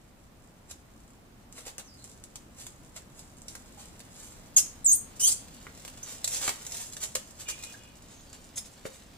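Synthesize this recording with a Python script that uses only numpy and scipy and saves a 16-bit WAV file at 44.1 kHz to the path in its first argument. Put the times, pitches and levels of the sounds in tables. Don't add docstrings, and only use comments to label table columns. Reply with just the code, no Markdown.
import sys
import numpy as np
from scipy import signal
from scipy.fft import rfft, irfft, next_fast_len
from scipy.io import wavfile
from scipy.ndimage import map_coordinates

SR = 44100
rng = np.random.default_rng(int(sys.argv[2]) if len(sys.argv) > 2 else 0)


def wrap_up_sound(samples):
    columns = np.atleast_2d(samples).T
    tamed = np.clip(columns, -1, 1)
    steps = np.round(tamed * 32767).astype(np.int16)
    wavfile.write(sys.argv[1], SR, steps)


N = 404397
TIME_S = np.arange(N) / SR
BINS_HZ = np.fft.rfftfreq(N, 1 / SR)


# freq_hz, gain_db
TAUT_FILM = [(1500, -30.5), (3100, -16.5), (4700, -11.5), (6300, -1.5), (7400, 1.5), (9500, -3),
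             (11500, -10.5), (14500, -20.5), (15600, -18)]
# start_s, length_s, level_db, first_hz, middle_hz, last_hz, crest_frac, tear_frac
SQUEALS = [(4.5625, .018, -11.5, 6800, 6610, 6440, 0.23, 0.1),
           (4.57, 0.036, -18, 6470, 5890, 5950, 0.13, 0.72),
           (4.572, .022, -19, 1896, 2690, 3330, 0.5, 0.36),
           (4.844, 0.07, -18, 8440, 6830, 6400, 0.72, .015),
           (4.858, 0.023, -18.5, 7780, 7160, 7000, 0.2, 0), (4.911, 0.023, -16.5, 6470, 6840, 7700, 0, 0),
           (4.914, .036, -15.5, 7900, 8640, 9740, 0.22, .02),
           (4.944, 0.0227, -25, 9500, 11530, 15900, 0.05, 0.06),
           (5.195, 0.042, -25, 2640, 3000, 3050, 0.5, 0.63), (5.226, .058, -18, 3025, 3190, 3530, 0.4, 0.1),
           (5.27, .02, -17, 7450, 8600, 9700, 0.26, 0.05), (5.258, .046, -24, 4330, 4710, 4890, 0.5, 0.12),
           (5.273, .046, -22, 3490, 3630, 3660, .22, 0.88), (5.315, .022, -23, 7200, 8120, 9960, 0.3, 0.47),
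           (6.028, .014, -33.5, 5760, 6480, 7000, .3, 0.2),
           (8.557, 0.033, -33.5, 3244, 3380, 3410, 0.74, .4),
           (8.578, 0.014, -32.5, 5040, 5250, 5500, 0.2, .1)]

def squeal(length_s, level_db, first_hz, middle_hz, last_hz, crest_frac, tear_frac):
    grab_db, release_db, edge_s = -9, -12, 0.0013
    overtone_db_per_oct, body_db = -3, -24
    t = np.arange(0, length_s, 1 / SR)
    progress = t / length_s
    bend = np.polyfit([0, .5, 1], np.log([first_hz, middle_hz, last_hz]), 2)
    slip_hz = np.exp(np.polyval(bend, progress))
    jitter = np.interp(tear_frac, [0, 1], [0.016, 0.093])
    cycles = np.cumsum(slip_hz * (1 + jitter * wobble(len(t), rate_hz=1110))) / SR
    harmonic = np.arange(1, 7)[:, None]
    weight = gain(at_hz(TAUT_FILM, harmonic * slip_hz) + overtone_db_per_oct * np.log2(harmonic))
    weight *= harmonic * slip_hz < SR / 2
    tone = (weight * np.cos(2 * np.pi * harmonic * cycles)).sum(0)
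    tone /= np.sqrt((weight ** 2).sum(0) / 2 + 1e-20)
    rips = clicks(len(t), per_s=16000, spread_db=3)
    hiss = colour(rips, TAUT_FILM) + gain(body_db) * colour(rips, RUB_SPECTRUM)
    swell = gain(level_db + np.interp(progress, [0, crest_frac, 1], [grab_db, 0, release_db]))
    swell *= np.minimum(np.minimum(t, length_s - t) / edge_s, 1)
    swell *= flutter(len(t), depth_db=-0.5, rate_hz=260)
    return swell * (np.sqrt(1 - tear_frac) * tone + np.sqrt(tear_frac) * hiss)


# freq_hz, density_db
LOOSE_FILM = [(900, -21), (2000, -12.5), (3000, -9), (5000, -3), (6300, 1.5), (7400, 6), (8800, -1.5),
              (10300, -3), (12000, -11.5), (14500, -12), (15600, -24.5)]
# time_s, level_db
HAND_EFFORT = [(0, -73), (.9, -72), (1.04, -65), (1.2, -74.5), (1.88, -68), (2.1, -56.5), (2.42, -74),
               (2.75, -57), (3.03, -70), (3.5, -59.5), (4.3, -60), (4.5, -63), (5.75, -57), (6.4, -51),
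               (6.85, -48), (7.2, -55), (7.6, -49.5), (7.9, -64), (8.15, -62), (8.95, -62), (9.17, -68)]

def crinkle(half_merged_db=-41, stray_db=-9):
    effort = envelope(HAND_EFFORT) * flutter(N, depth_db=-1, rate_hz=11.4)
    merged = effort / (effort + gain(half_merged_db))
    sparse = np.sqrt(1 - merged) * clicks(N, per_s=1500, spread_db=7.5)
    dense = np.sqrt(merged) * clicks(N, per_s=12000, spread_db=6)
    clumps = flutter(N, depth_db=2, rate_hz=70.5)
    strays = gain(stray_db) * clicks(N, per_s=10, spread_db=4.5)
    return colour(effort * (clumps * (sparse + dense) + strays), LOOSE_FILM)


# start_s, strength_db, shiver_re_click_db, body_re_treble_db
SNAPS = [(.7127, -17.5, -18, -17), (1.5259, -25.5, -26, -23), (1.7818, -15, -15, -10),
         (2.0473, -26.5, -24, -6), (2.2393, -20.5, -26, -19), (2.3569, -18.5, -14, -3.5),
         (2.6672, -18, -20, -7.5), (2.9625, -23.5, -8, -6), (3.1932, -21.5, -19, -20),
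         (3.483, -16.5, -16, -13), (3.552, -18.5, 4, -6), (4.0037, -32, -20, 7.5), (4.575, -3, -30, -24),
         (5.8503, -23, -26, 2), (5.879, -22, -16, -1), (6.244, -1.5, -18, -19), (6.276, -3.5, -10, -22),
         (6.4785, -3.5, -21, -5.5), (6.4936, -5, -25, -5), (6.666, -13, -10, -16), (6.721, -13.5, -18, -25),
         (6.933, -16, -14, -24), (6.9672, -17, -10, -4.5), (7.152, -2.5, -14, -31),
         (7.1557, -8.5, -20, 0.5), (7.3986, -22, -17, -6), (7.637, -16, -16, -4.5), (8.33, -24, -15, -8)]

def snaps(trim_db=2, shiver_s=0.0032):
    treble, body = np.zeros((2, N))
    t = np.arange(SR // 20) / SR
    for start_s, strength_db, shiver_db, body_db in SNAPS:
        shiver = gain(shiver_db) * np.exp(-t / shiver_s) * rng.standard_normal(len(t))
        snap = (t == 0) + shiver
        snap *= gain(strength_db + trim_db) / np.linalg.norm(snap)
        add(treble, start_s, snap)
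        add(body, start_s, gain(body_db) * snap)
    return colour(treble, LOOSE_FILM) + colour(body, RUB_SPECTRUM)


# crest_s, level_db, decay_s, body_re_treble_db
CRUMPLES = [(0.71, -46.5, 0.015, -6), (1.585, -48, 0.029, -2.5), (1.676, -44, 0.017, 0),
            (1.799, -52, 0.0092, 5.5), (2.615, -47, 0.037, -8.5), (2.97, -46, 0.013, -1.5),
            (3.199, -55, 0.048, -11), (3.519, -52, 0.034, -9), (3.811, -51.5, 0.031, -1),
            (4.238, -50.5, 0.092, -9.5), (6.11, -43.5, 0.055, -6), (6.351, -31, 0.043, -14.5),
            (6.442, -32.5, 0.03, -4.5), (6.481, -33.5, .018, -3), (6.75, -39, 0.031, -8.5),
            (6.815, -39.5, 0.03, -10), (7.034, -31.5, 0.018, -9.5), (7.417, -43, .018, -6),
            (7.498, -32, 0.012, -9), (7.644, -40.5, .011, -21), (8.121, -60, .04, 2.5),
            (8.347, -54, 0.013, 2), (8.579, -34.5, 0.0088, -12), (8.664, -48.5, 0.01, -15),
            (8.865, -47.5, 0.012, 1), (8.949, -56.5, .04, -2)]

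def crumples(rise_per_decay=1.1):
    treble, body = np.zeros((2, N))
    t = np.arange(-SR // 6, SR // 4) / SR
    for crest_s, level_db, decay_s, body_db in CRUMPLES:
        swell = np.exp(-np.where(t < 0, (t / (rise_per_decay * decay_s)) ** 2, t / decay_s))
        clumps = flutter(len(t), depth_db=2, rate_hz=200)
        run = gain(level_db) * swell * clumps * clicks(len(t), per_s=8000, spread_db=3.5)
        add(treble, crest_s + t[0], run)
        add(body, crest_s + t[0], gain(body_db) * run)
    return colour(treble, LOOSE_FILM) + colour(body, RUB_SPECTRUM)


# freq_hz, density_db
RUB_SPECTRUM = [(150, -19.5), (320, -5.5), (520, 4.5), (750, 1), (1200, -1.5), (2300, -0.5), (4500, -0.5),
                (9000, -11)]
# time_s, level_db
RUB_EFFORT = [(3.6, -63), (5, -62), (5.65, -57.5), (6.14, -56.5), (6.72, -52.5), (7.16, -71), (7.6, -51),
              (7.9, -61.5), (9.17, -57.5)]

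def bark_rub(trim_db=-2):
    clumps = flutter(N, depth_db=2, rate_hz=49.8)
    catches = clicks(N, per_s=5000, spread_db=5.5)
    return gain(trim_db) * colour(envelope(RUB_EFFORT) * clumps * catches, RUB_SPECTRUM)


# pitch_hz, level_db, t60_s
WOOD_MODES = [(381, -16, 0.031), (450, -2, .045), (516, 3.5, 0.07), (570, -3, 0.033), (1190, -7, 0.0093),
              (1430, -8, 0.024), (1630, -9.5, 0.026), (1915, -4.5, 0.021), (2150, -7, 0.023)]
# start_s, strength_db, upper_modes_db
KNOCKS = [(1.58, -59, 23), (1.667, -44, -4), (1.784, -43, 5), (3.552, -56, 23.5), (5.668, -53.5, 26.5),
          (6.481, -46, 30.5), (7.153, -33.5, -7), (8.854, -27.5, 0.5)]

def wood_knocks(upper_above_hz=1000, detune_frac=0.016):
    out, t = np.zeros(N), np.arange(SR // 5) / SR
    for start_s, strength_db, upper_db in KNOCKS:
        for pitch_hz, mode_db, t60_s in WOOD_MODES:
            decay = gain(mode_db + upper_db * (pitch_hz > upper_above_hz) - 60 * t / t60_s)
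            mode = np.sin(2 * np.pi * pitch_hz * rng.normal(1, detune_frac) * t)
            add(out, start_s, gain(strength_db) * decay * mode / 2)
    return out


# start_s, length_s, first_hz, last_hz, level_db
CHIRPS = [(1.832, .067, 6700, 5320, -62), (1.86, .12, 5000, 4860, -62), (1.968, .08, 4370, 4150, -64),
          (3.768, 0.033, 868, 747, -52), (7.739, 0.016, 1630, 1650, -50), (8.049, 0.22, 6760, 6480, -63.5),
          (8.246, 0.15, 4560, 4600, -68)]

def chirps():
    out = np.zeros(N)
    for start_s, length_s, first_hz, last_hz, level_db in CHIRPS:
        add(out, start_s, gain(level_db) * whistle(length_s, first_hz, last_hz, waver_frac=0.035))
    return out


# pitch_hz, level_db
RING_PARTIALS = [(2470, -0.5), (2880, -5.5), (3420, -9)]
# start_s, length_s, level_db
RING_SWELLS = [(7.445, .12, -50), (7.533, .22, -58), (7.749, 0.22, -65)]

def ringing():
    out = np.zeros(N)
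    for start_s, length_s, level_db in RING_SWELLS:
        for pitch_hz, partial_db in RING_PARTIALS:
            partial = whistle(length_s, pitch_hz, pitch_hz, waver_frac=0.021)
            add(out, start_s, gain(level_db + partial_db) * partial)
    return out


# freq_hz, t60_s
PORCH_DECAY = [(200, 0.17), (1000, 0.43), (3500, 0.4), (7000, 0.31), (15000, 0.26)]

def doorway_echo(x, early_db=-2, early_decay_s=0.013, tail_db=-10.5, cycle_hz=2.15):
    count, out = SR // 2, np.zeros((2, N))
    t, shape = np.arange(count) / SR, (2, count)
    for pattern in range(3):
        taps = rng.standard_normal(shape) * (rng.random(shape) < .15) * (t > .008)
        freq_hz, frame_s, frames = signal.stft(taps, SR, nperseg=256)
        frames *= gain(-60 * frame_s / at_hz(PORCH_DECAY, freq_hz)[:, None])
        tail = signal.istft(frames, SR, nperseg=256)[1][:, :count]
        early = rng.choice([-1, 1], shape) * (rng.random(shape) < .05) * (t > .0005)
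        early = early * np.exp(-t / early_decay_s)
        response = gain(early_db) * early / np.linalg.norm(early, axis=1, keepdims=True)
        response += gain(tail_db) * tail / np.linalg.norm(tail, axis=1, keepdims=True)
        share = np.cos(np.pi * (2 * cycle_hz * TIME_S + pattern / 3)) * np.sqrt(2 / 3)
        out += signal.oaconvolve((share * x)[None], response, axes=1)[:, :N]
    return out


# freq_hz, density_db
AIR_SPECTRUM = [(12, -43), (20, -1), (118, -5), (160, -7.5), (229, -6), (270, -8), (328, -12), (421, -15.5),
                (484, -14.5), (540, -14.5), (818, -17), (3180, -28.5), (15000, -37)]
# time_s, level_db
AIR_LEVEL = [(0, -58.5), (5.13, -54), (9.17, -57.5)]
# freq_hz, correlation
AIR_CORRELATION = [(30, 0.68), (70, 0.91), (170, 0.92), (300, 0.78), (600, 0.24), (1500, 0)]

def outdoor_air(trim_db=3):
    left, independent = rfft(rng.standard_normal((2, N)))
    correlation = at_hz(AIR_CORRELATION, BINS_HZ)
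    right = correlation * left + np.sqrt(1 - correlation ** 2) * independent
    noise = irfft(np.array([left, right]) * gain(at_hz(AIR_SPECTRUM, BINS_HZ)), N)
    return gain(trim_db) * envelope(AIR_LEVEL) * unit_rms(noise)


def gain(db):
    return 10 ** (np.asarray(db) / 20)


def unit_rms(x):
    return x / np.sqrt(np.mean(x ** 2) + 1e-20)


def at_hz(table, freq_hz):
    knots_hz, values = np.transpose(table)
    return np.interp(np.log(freq_hz + 1), np.log(knots_hz + 1), values)


def envelope(table):
    time_s, level_db = np.transpose(table)
    return gain(np.interp(TIME_S, time_s, level_db)) * (TIME_S >= time_s[0])


def add(mix, start_s, sound):
    part = mix[max(round(start_s * SR), 0):][:len(sound)]
    part += sound[:len(part)]


def colour(x, spectrum, size=2048):
    log_gain = np.log(gain(at_hz(spectrum, abs(np.fft.fftfreq(size, 1 / SR)))))
    taps = np.fft.ifft(np.exp(np.conj(signal.hilbert(log_gain)))).real[:size // 2]
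    return signal.oaconvolve(x, taps / np.linalg.norm(taps))[:len(x)]


def wobble(count, rate_hz):
    size = next_fast_len(count)
    lowpass = np.exp(-(np.fft.rfftfreq(size, 1 / SR) / rate_hz) ** 2)
    return unit_rms(irfft(rfft(rng.standard_normal(size)) * lowpass, size)[:count])


def flutter(count, depth_db, rate_hz):
    return unit_rms(gain(depth_db * wobble(count, rate_hz)))


def clicks(count, per_s, spread_db):
    sizes = gain(spread_db * np.minimum(rng.exponential(1, count), 4))
    return unit_rms(sizes * rng.choice([-1, 1], count) * (rng.random(count) < per_s / SR))


def whistle(length_s, first_hz, last_hz, waver_frac):
    count = int(length_s * SR)
    pitch_hz = np.linspace(first_hz, last_hz, count) * (1 + waver_frac * wobble(count, rate_hz=297))
    return unit_rms(np.sin(2 * np.pi * np.cumsum(pitch_hz) / SR) * signal.windows.tukey(count, .6))


# time_s, right_lag_samples
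HAND_LAG = [(4.2, 4.3), (4.56, 3), (6.3, 2.5), (7.3, 2.9), (8.5, 1)]

def scene(direct_db=-2):
    left = crinkle() + bark_rub() + snaps() + crumples() + wood_knocks() + chirps() + ringing()
    for start_s, *strand in SQUEALS:
        add(left, start_s, squeal(*strand))
    lag_samples = np.interp(TIME_S, *np.transpose(HAND_LAG))
    right = map_coordinates(left, [np.arange(N) - lag_samples], order=5)
    return gain(direct_db) * np.array([left, right]) + doorway_echo(left) + outdoor_air()


# freq_hz, left_minus_right_db
PORT_TILT = [(300, 0), (3000, -.5), (5800, -1), (6700, -1.5), (7350, -6.5), (8300, 4), (9800, 4),
             (11800, -3.5), (14000, 2), (15500, -11)]

def record(dry, cutoff_hz=15550):
    tilt_db = at_hz(PORT_TILT, BINS_HZ) * np.array([[.5], [-.5]])
    ported = irfft(rfft(dry) * gain(tilt_db), N)
    lowpass = signal.firwin(511, cutoff_hz, window=("kaiser", 9), fs=SR)
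    return signal.oaconvolve(ported, lowpass[None], "same")


dry = scene()
out = record(dry)
wrap_up_sound(out)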